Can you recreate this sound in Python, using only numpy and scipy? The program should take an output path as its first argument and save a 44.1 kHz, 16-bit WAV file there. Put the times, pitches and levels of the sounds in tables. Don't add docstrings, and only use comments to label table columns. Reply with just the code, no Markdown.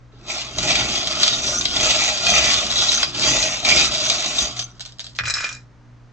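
import sys
import numpy as np
from scipy import signal
from scipy.fft import rfft, irfft, next_fast_len
from scipy.io import wavfile

SR = 44100
rng = np.random.default_rng(int(sys.argv[2]) if len(sys.argv) > 2 else 0)


def transcribe(u):
    v = np.clip(np.atleast_2d(u).T, -1, 1)
    q = np.round(v * 32767).astype(np.int16)
    wavfile.write(sys.argv[1], SR, q)


N = 270244


def amp(db):
    return 10 ** (np.asarray(db) / 20)


def unit(x):
    return x / np.sqrt(np.mean(x ** 2) + 1e-20)


def along(points, hz):
    point_hz, value = np.transpose(points)
    return np.interp(np.log(hz + 1), np.log(point_hz + 1), value)


def curves(rows):
    s, *columns = np.transpose(rows)
    t = np.arange(N) / SR
    return [np.interp(t, s, column, left=-120, right=-120) for column in columns]


def fading(s, db, t60):
    t = np.arange(N) / SR - s
    return np.clip(t / .008, 0, 1) * amp(db - 60 * np.maximum(t, 0) / t60)


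def wobble(rate):
    knots = rng.standard_normal(int(N * rate / SR) + 2)
    return np.interp(np.arange(N) * rate / SR, np.arange(len(knots)), knots)


def filtered(x, response):
    m = next_fast_len(N + SR // 2)
    spectrum = rfft(x, m) * response(np.fft.rfftfreq(m, 1 / SR))
    return irfft(spectrum, m)[..., :N]


def ring(x, modes, shift_db=0):
    out = np.zeros(len(x))
    for k, (hz, width, db) in enumerate(modes):
        drive = x * amp(shift_db * wobble(14)) if shift_db else x
        resonance = signal.lfilter(*signal.iirpeak(hz, hz / width, SR), drive)
        out += (-1) ** k * amp(db) * resonance
    return out


def collisions(per_s, spread_db, clump_db):
    chance, size, sign = rng.random((3, N))
    force = amp(-abs(spread_db) * np.log(size + .02)) * np.sign(sign - .5)
    train = (chance < per_s / SR) * force
    return unit(train * amp(clump_db * wobble(45) + 2.38 * wobble(160)))


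def blows(times, db, modes, t60, rise_s=1e-5):
    t = np.arange(SR // 20) / SR
    force = np.zeros(N + SR)
    envelope = amp(-60 * t / t60) * (1 - np.exp(-(t + 1 / SR) / rise_s))
    rattles = envelope * rng.standard_normal((len(times), len(t)))
    for s, level, rattle in zip(times, db, rattles):
        peak = np.abs(ring(rattle, modes)).max()
        force[round(s * SR):][:len(t)] += amp(level) * rattle / peak
    return ring(force[:N], modes)


def notes(times, db, hz, t60):
    t = np.arange(SR // 6) / SR
    out = np.zeros(N + SR)
    onset = 1 - np.exp(-t / 0.0003)
    for s, level, pitch in zip(times, db, hz):
        out[round(s * SR):][:len(t)] += amp(level - 60 * t / t60) * np.sin(2 * np.pi * pitch * t) * onset
    return out[:N]


# pitch_hz, level_db
HISS_COLOUR = [(15, -19.5), (30, -3), (65, -6.5), (90, -25.5), (125, -5), (160, -19.5), (280, -21),
               (500, -25.5), (1480, -29.5), (3000, -41), (6770, -46), (8870, -44)]
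# pitch_hz, level_db
HUM_TONES = [(60, -63), (120, -49.5), (181, -65), (242, -63.5), (298, -67)]
HISS_DB = -50


def room_tone():
    mid, side = filtered(rng.standard_normal((2, N)), lambda hz: amp(along(HISS_COLOUR, hz)))
    hiss = amp(HISS_DB) * unit(np.array([mid + 0.43 * side, mid - 0.48 * side]))
    t = np.arange(N) / SR
    hum = np.zeros(N)
    for hz, db in HUM_TONES:
        level = np.sqrt(2) * amp(db + 3.1 * wobble(9))
        hum += level * np.sin(2 * np.pi * hz * t + 0.3 * wobble(8))
    return hiss + hum


# pitch_hz, t60_s, level_db
WALL_ANSWER = [(30, .2, -11), (70, 0.17, -3.5), (200, .2, -13), (495, 0.35, -12), (1000, .15, -5.5),
               (1990, 0.091, -1.5), (5130, .08, -2), (5970, .07, -5), (8500, 0.044, -4.5)]


def walls(x):
    hop = SR // 8
    blocks = N // hop + 2
    hz, t, noise = signal.stft(rng.standard_normal((blocks, 2, SR // 4)), SR, nperseg=256)
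    at_hz, t60, db = np.transpose(WALL_ANSWER)
    t60, db = (np.interp(np.log(hz + 1), np.log(at_hz), c)[:, None] for c in (t60, db))
    decay = amp(-60 * t / t60)
    decay /= np.linalg.norm(decay, axis=1, keepdims=True)
    tails = signal.istft(noise * amp(db) * decay, SR, nperseg=256)[1] / np.sqrt(128)
    x = np.pad(x, (hop + 120, 3 * hop))
    out = np.zeros((2, N + 2 * SR))
    fade = np.sin(np.pi * np.arange(2 * hop) / (2 * hop))
    for k, tail in enumerate(tails):
        piece = x[k * hop:][:2 * hop] * fade
        wet = signal.fftconvolve(piece[None], tail, axes=1)
        out[:, k * hop:][:, :wet.shape[1]] += wet
    return out[:, hop:][:, :N]


# start_s, level_db, t60_s
TABLE_BUMPS = [(.575, -36, .3), (1.5, -40, .2), (1.79, -32, .4), (3.25, -33.5, .3), (3.88, -39, .15)]
# pitch_hz, width_hz, level_db
TABLE_MODES = [(45, 17, -2), (66, 11, 2.5), (129, 33, -2.5), (203, 47.6, -2), (235.4, 39.6, 0),
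               (293.3, 23, -2.5), (359.4, 44.6, -4.5)]


def table_bumps():
    shake = unit(ring(rng.standard_normal(N), TABLE_MODES[:2]))
    return sum(fading(*bump) for bump in TABLE_BUMPS) * shake


# start_s, knock_peak_db, chink_db (re knock)
LANDINGS = [(5.1879, -9.5, -17), (5.1972, -13.5, -28), (5.208, -20, -20), (5.2361, -20, -11),
            (5.2418, -29.5, -14.5), (5.255, -17.5, -5), (5.2641, -26, 3.5), (5.2724, -22.5, 0.5),
            (5.2788, -16.5, -3), (5.2826, -21.5, 4.5), (5.2985, -19.5, 5.5), (5.3057, -18.5, 8.5),
            (5.3137, -26.5, 3), (5.3383, -26, 17), (5.3527, -21.5, 4), (5.3672, -23.5, 2.5),
            (5.383, -19.5, -4), (5.4068, -24.5, 3), (5.4318, -25.5, -12.5), (5.4427, -13.5, -6),
            (5.4657, -25, -3), (5.4908, -25.5, 3), (5.5143, -31, -1), (5.5264, -38, 14), (5.549, -37.5, 9),
            (5.5663, -42, 7)]
# time_s, level_db
SLIDES = [(5.2, -73), (5.262, -38.5), (5.33, -40), (5.38, -34.5), (5.44, -37), (5.536, -47), (5.588, -56),
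          (5.66, -76)]
# pitch_hz, width_hz, level_db
BOWL_WOOD = [(600, 400, -14.5), (1092, 280, -4), (1340, 324, 2.5), (1700, 330, 3), (2034, 320, -1),
             (2970, 1600, -13.5)]
BOWL_RIM = [(2412, 50, 0), (2480, 90, -5)]
CHARM_CHINK = [(3964, 67, 1.5), (4500, 400, -9.5), (5140, 130, 0.5), (5420, 160, -1.5), (5930, 250, -5.5),
               (6760, 240, -1), (7740, 420, -1.5)]
TABLE_THUD = [(75, 23, -1), (119.5, 11, 6.5), (200, 130, -17.5)]
RIM_DB, RIM_GAINS_DB_PER_S = -15, 33
SLIDE_METAL_DB = 1
THUD_DB, THUD_T60_S = -34.5, 1


def bowl():
    s, knock_db, chink_db = np.transpose(LANDINGS)
    slide_db, = curves(SLIDES)
    rim_db = RIM_DB + RIM_GAINS_DB_PER_S * (s - s[0])
    out = blows(s, knock_db, BOWL_WOOD, 0.0031)
    out += blows(s, knock_db + rim_db, BOWL_RIM, 0.0031)
    out += blows(s, knock_db + chink_db, CHARM_CHINK, .012)
    wood_slide = ring(collisions(500, spread_db=2.5, clump_db=-0.9), BOWL_WOOD + BOWL_RIM)
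    metal_slide = ring(collisions(1200, spread_db=1.5, clump_db=3.0), CHARM_CHINK)
    out += amp(slide_db) * unit(wood_slide)
    out += amp(slide_db + SLIDE_METAL_DB) * unit(metal_slide)
    thud = unit(ring(rng.standard_normal(N), TABLE_THUD))
    return out + fading(s[0], THUD_DB, THUD_T60_S) * thud


# start_s, peak_db
HAND_TICKS = [(4.796, -21.5), (4.8065, -19.5), (4.81, -21), (4.8522, -25), (4.8608, -24), (4.8788, -35),
              (4.9217, -32.5), (4.9854, -32.5), (4.9947, -19), (5.003, -23.5), (5.0095, -24), (5.0437, -23),
              (5.067, -23), (5.0856, -35), (5.1507, -31), (5.164, -31)]
# start_s, rustle_db, t60_s
HAND_JOLTS = [(4.803, -34, .15), (4.853, -41.5, .3), (4.994, -41.5, 0.62), (5.149, -46.5, 0.48)]
# pitch_hz, width_hz, level_db
HANDFUL_MODES = [(1400, 950, -9), (2530, 1300, -3.5), (3630, 1720, 1), (5210, 1100, 2.5), (6000, 830, -1.5),
                 (7720, 730, 0)]
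BOX_FLOOR = [(453, 100, -13), (617, 41, 4), (713, 41, 2.5), (837, 62, -4)]
TICK_HZ, TICK_SPREAD = 3720, 0.073
TICK_NOTE_DB, TICK_BODY_DB = -11, -27


def hand():
    s, db = np.transpose(HAND_TICKS)
    hz = TICK_HZ * np.exp(TICK_SPREAD * rng.standard_normal(len(s)))
    contacts = collisions(1200, spread_db=2.0, clump_db=-1.5)
    out = sum(fading(*jolt) for jolt in HAND_JOLTS) * unit(ring(contacts, HANDFUL_MODES))
    out += blows(s, db, HANDFUL_MODES, 0.01)
    out += notes(s, db + TICK_NOTE_DB, hz, 0.019)
    return out + blows(s, db + TICK_BODY_DB, BOX_FLOOR, .02)


# start_s, end_s, pitch_hz, level_db
RING_SWELLS = [(1.326, 1.351, 3740, -27), (1.446, 1.596, 5745, -30), (1.478, 1.627, 1430, -39.5),
               (1.569, 1.606, 6100, -27), (2.282, 2.371, 6140, -28), (2.297, 2.347, 3256, -25.5),
               (2.807, 2.855, 1400, -37), (2.956, 2.992, 1407, -33), (2.76, 2.843, 3850, -23),
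               (2.879, 2.908, 3960, -20.5), (2.928, 2.991, 6200, -27), (3.645, 3.737, 2374, -21),
               (3.755, 3.837, 2455, -24.5), (4.564, 4.664, 6160, -37.5), (4.692, 4.727, 5930, -56)]


def ring_swells():
    out = np.zeros(N)
    impacts = collisions(500, spread_db=2.5, clump_db=1.0)
    lead_in = SR // 10
    for start, end, hz, db in RING_SWELLS:
        span = slice(round(start * SR), round(end * SR))
        note = ring(impacts[span.start - lead_in:span.stop], [(hz, 70, 0)])[lead_in:]
        out[span] += amp(db) * unit(note) * signal.windows.tukey(len(note), .4)
    return out


# start_s, level_db, note_hz, note_db (re level)
BOX_CLINKS = [(0.3014, -20.5, 2350, 0.5), (0.4155, -21, 2880, -3), (0.583, -11, 3900, -11.5),
              (0.6323, -19.5, 2910, -8.5), (0.7048, -8, 2285, -7.5), (0.7537, -9.5, 2360, -4),
              (0.8079, -16.5, 2840, -6.5), (0.8848, -13.5, 6200, -17.5), (1.0712, -10, 3256, -10),
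              (1.1107, -16.5, 4680, -4), (1.152, -14.5, 3820, -15), (1.231, 0, 4920, -13),
              (1.2773, -5, 3740, -12), (1.327, -15.5, 3810, -0.5), (1.444, -23, 6400, -10),
              (1.6094, -10.5, 4640, -14), (1.653, -7.5, 3920, -7.5), (1.766, -11.5, 3530, -2.5),
              (1.8099, -13, 5970, -7.5), (1.9065, -7.5, 3210, -7.5), (2.2661, -6.5, 3230, -8.5),
              (2.3823, -16.5, 3220, -0.5), (2.6647, -16, 3880, -3.5), (2.7036, -14.5, 3830, 1),
              (2.7224, -15, 3270, -1.5), (2.7567, -11.5, 3860, -7.5), (2.8694, -17.5, 3820, -8.5),
              (3.0295, -5, 3300, -8), (3.1461, -17.5, 3680, -10.5), (3.22, -15.5, 3870, -9),
              (3.2343, -8, 6140, -15), (3.4254, -9, 6440, -16.5), (3.649, -7.5, 2414, -5.5),
              (3.9473, -11.5, 3570, -16), (4.0661, -16.5, 3690, 0), (4.098, -4.5, 6090, -13.5),
              (4.2414, -16, 3760, -4.5), (4.2602, -14.5, 6100, -5.5), (4.3849, -9.5, 3670, 1.5),
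              (4.4522, -22, 3700, 0), (4.4702, -17.5, 6350, -18.5), (4.5652, -21, 6000, -12.5),
              (4.5913, -14, 6080, -5.5)]
# pitch_hz, width_hz, level_db
CLATTER_MODES = [(2913, 380, -5), (3270, 130, 5), (3462, 276, 2), (3834, 254, 3), (4063, 157, 2.5),
                 (4420, 640, -2), (4827, 310, 3), (5188, 160, 0.5), (5333, 220, -1)]
CLANK_MODES = [(1985, 72, -4.5), (2182, 74, -6), (2370, 100, -3.5), (2472, 82, -1.5), (2642, 190, -5.5)]
JINGLE_MODES = [(5670, 210, -4.5), (5937, 130, -1), (6187, 90, 1), (6540, 150, -2.5), (6820, 290, -3),
                (7300, 400, -0.5), (7580, 335, -0.5), (8160, 600, -8.5)]
BOX_SIDES = [(1092, 110, -3.5), (1288, 125, -1.5), (1413, 89, -1.5), (1670, 240, -14)]
CLINK_BODY_DB, CRACK_DB = -2.5, -4
CLINK_JINGLE_DB, CLINK_BOX_DB = -13, -19.5
CLINK_SCATTER_DB = 3
CLINK_RISE_S = .002


def clinks():
    s, db, hz, note_db = np.transpose(BOX_CLINKS)
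    jingle_shift, box_shift = CLINK_SCATTER_DB * rng.standard_normal((2, len(s)))
    out = blows(s, db + CLINK_BODY_DB, CLANK_MODES + CLATTER_MODES, 0.016, CLINK_RISE_S)
    out += blows(s, db + CRACK_DB, HANDFUL_MODES, 0.012, CLINK_RISE_S)
    out += blows(s, db + jingle_shift + CLINK_JINGLE_DB, JINGLE_MODES, 0.04)
    out += blows(s, db + box_shift + CLINK_BOX_DB, BOX_FLOOR + BOX_SIDES, 0.023)
    return out + notes(s, db + note_db, hz, .03)


# time_s, clatter_db, clank_db and jingle_db (re clatter)
STROKES = [(.12, -70, -3, -8), (.21, -65, -6, -8), (.31, -33.5, -4, 1.5), (.4, -36, -3.5, -2),
           (.52, -44, -7.5, -4), (.6, -34.5, -5.5, 0), (.7, -25.5, -1.5, -0.5), (.85, -30.5, -2, -2),
           (.96, -29.5, -4.5, 0), (1.06, -34, -8, -6), (1.21, -25, -8.5, -4), (1.35, -27.5, -12, -3.5),
           (1.42, -35.5, -5.5, 1), (1.48, -27.5, -9, 2.5), (1.58, -37.5, -7, 7), (1.7, -31, -14, -3.5),
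           (1.81, -26, -5.5, 0), (1.9, -23, -4, -0.5), (1.97, -26, -5, -4), (2.08, -24.5, -4, 1),
           (2.18, -32.5, -7, -3), (2.33, -23.5, -2, -2), (2.53, -24, -6, -2.5), (2.68, -32.5, -8.5, -3.5),
           (2.81, -22, -16, -3.5), (2.97, -27.5, -10, 2), (3.03, -30, -7, -1), (3.12, -41.5, -13, -9),
           (3.18, -31.5, -9, -0.5), (3.27, -24.5, -4, 0.5), (3.46, -29, -0.5, 2.5), (3.61, -38.5, -3, 0.5),
           (3.7, -19.5, -6.5, -1.5), (3.75, -24.5, -3.5, -2), (3.79, -20, -6.5, -2.5),
           (3.87, -23.5, -8.5, -1.5), (3.9, -30.5, -10, -5.5), (4.1, -25.5, -10, -0.5),
           (4.19, -30.5, -7, -1), (4.36, -31.5, -7, -0.5), (4.4, -29, -10, 2.5), (4.55, -43.5, -6.5, -1.5),
           (4.6, -37.5, -10.5, 4.5), (4.66, -56, -8, -2), (4.79, -67.5, -10, -2)]
# time_s, level_db
TABLE_RUMBLE = [(0.12, -66), (0.14, -49.5), (0.54, -44.5), (0.57, -35), (0.69, -31.5), (1.03, -38.5),
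                (1.73, -36.5), (1.81, -30), (2.22, -43.5), (2.27, -34), (3.12, -41.5), (3.28, -29.5),
                (3.61, -43), (3.74, -29.5), (4.01, -42.5), (4.44, -37.5), (4.7, -61.5), (4.75, -51.5)]
SHIFT_DB = 1.8
DRY_DB = -3
USUAL_DB, USUAL_DEPTH_DB = -28.5, -7
FLOOR_DB, FLOOR_GROWS, FLOOR_DIGS = -8, 0.85, 0.73
SIDES_DB, SIDES_GROWS, SIDES_DIGS = -11, 0.67, .15


def stirring():
    clatter_db, depth_db, jingle_db = curves(STROKES)
    rumble_db, = curves(TABLE_RUMBLE)
    heap = collisions(2500, spread_db=2.5, clump_db=2.63)

    def driven(modes, heap_gain, own_gain, shift_db=SHIFT_DB):
        own = collisions(1500, spread_db=2.5, clump_db=1.5)
        return unit(ring(heap_gain * heap + own_gain * own, modes, shift_db))

    def box_gain(db, grows, digs):
        force = grows * (clatter_db - USUAL_DB)
        depth = digs * (depth_db - USUAL_DEPTH_DB)
        return amp(USUAL_DB + db + force + depth)

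    out = amp(clatter_db) * driven(CLATTER_MODES, 1, 1.36)
    out += amp(clatter_db + depth_db) * driven(CLANK_MODES, 1, 0.83)
    out += amp(clatter_db + jingle_db) * driven(JINGLE_MODES, 1, .8)
    dry_ticks = ring(collisions(1100, spread_db=7, clump_db=3.5), HANDFUL_MODES)
    out += amp(clatter_db + DRY_DB) * unit(dry_ticks)
    out += box_gain(FLOOR_DB, FLOOR_GROWS, FLOOR_DIGS) * driven(BOX_FLOOR, 0.8, 1)
    out += box_gain(SIDES_DB, SIDES_GROWS, SIDES_DIGS) * driven(BOX_SIDES, 0.78, 1)
    return out + amp(rumble_db) * driven(TABLE_MODES, 0.31, 1, shift_db=0)


# pitch_hz, phase_rad
STEREO_PHASE = [(100, 0), (860, -.3), (1500, -.7), (2240, -1.2), (3000, -1.6), (4130, -2.2), (5400, -2.8),
                (5620, 0), (9000, 0)]


def phase_spread(x):
    left_right = np.array([[1], [-1]])
    return filtered(x, lambda hz: np.exp(.5j * along(STEREO_PHASE, hz) * left_right))


def scene():
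    aside = stirring() + clinks() + table_bumps() + ring_swells() + hand()
    drops = bowl()
    direct = phase_spread(aside) + drops
    return direct + walls(aside + amp(2.0) * drops) + room_tone()


# pitch_hz, gain_db
MICROPHONE_RESPONSE = [(30, -1), (6500, 3), (7400, -4), (8000, -11.5), (8500, -11), (8800, -17),
                       (8950, -35.5)]
TOP_HZ = 8950


def record(dry):
    heard = filtered(dry, lambda hz: amp(along(MICROPHONE_RESPONSE, hz)))
    rounded = heard / (1 + np.abs(heard / .8) ** 6) ** (1 / 6)
    return filtered(rounded, lambda hz: hz < TOP_HZ)


dry = scene()
out = record(dry)
transcribe(out)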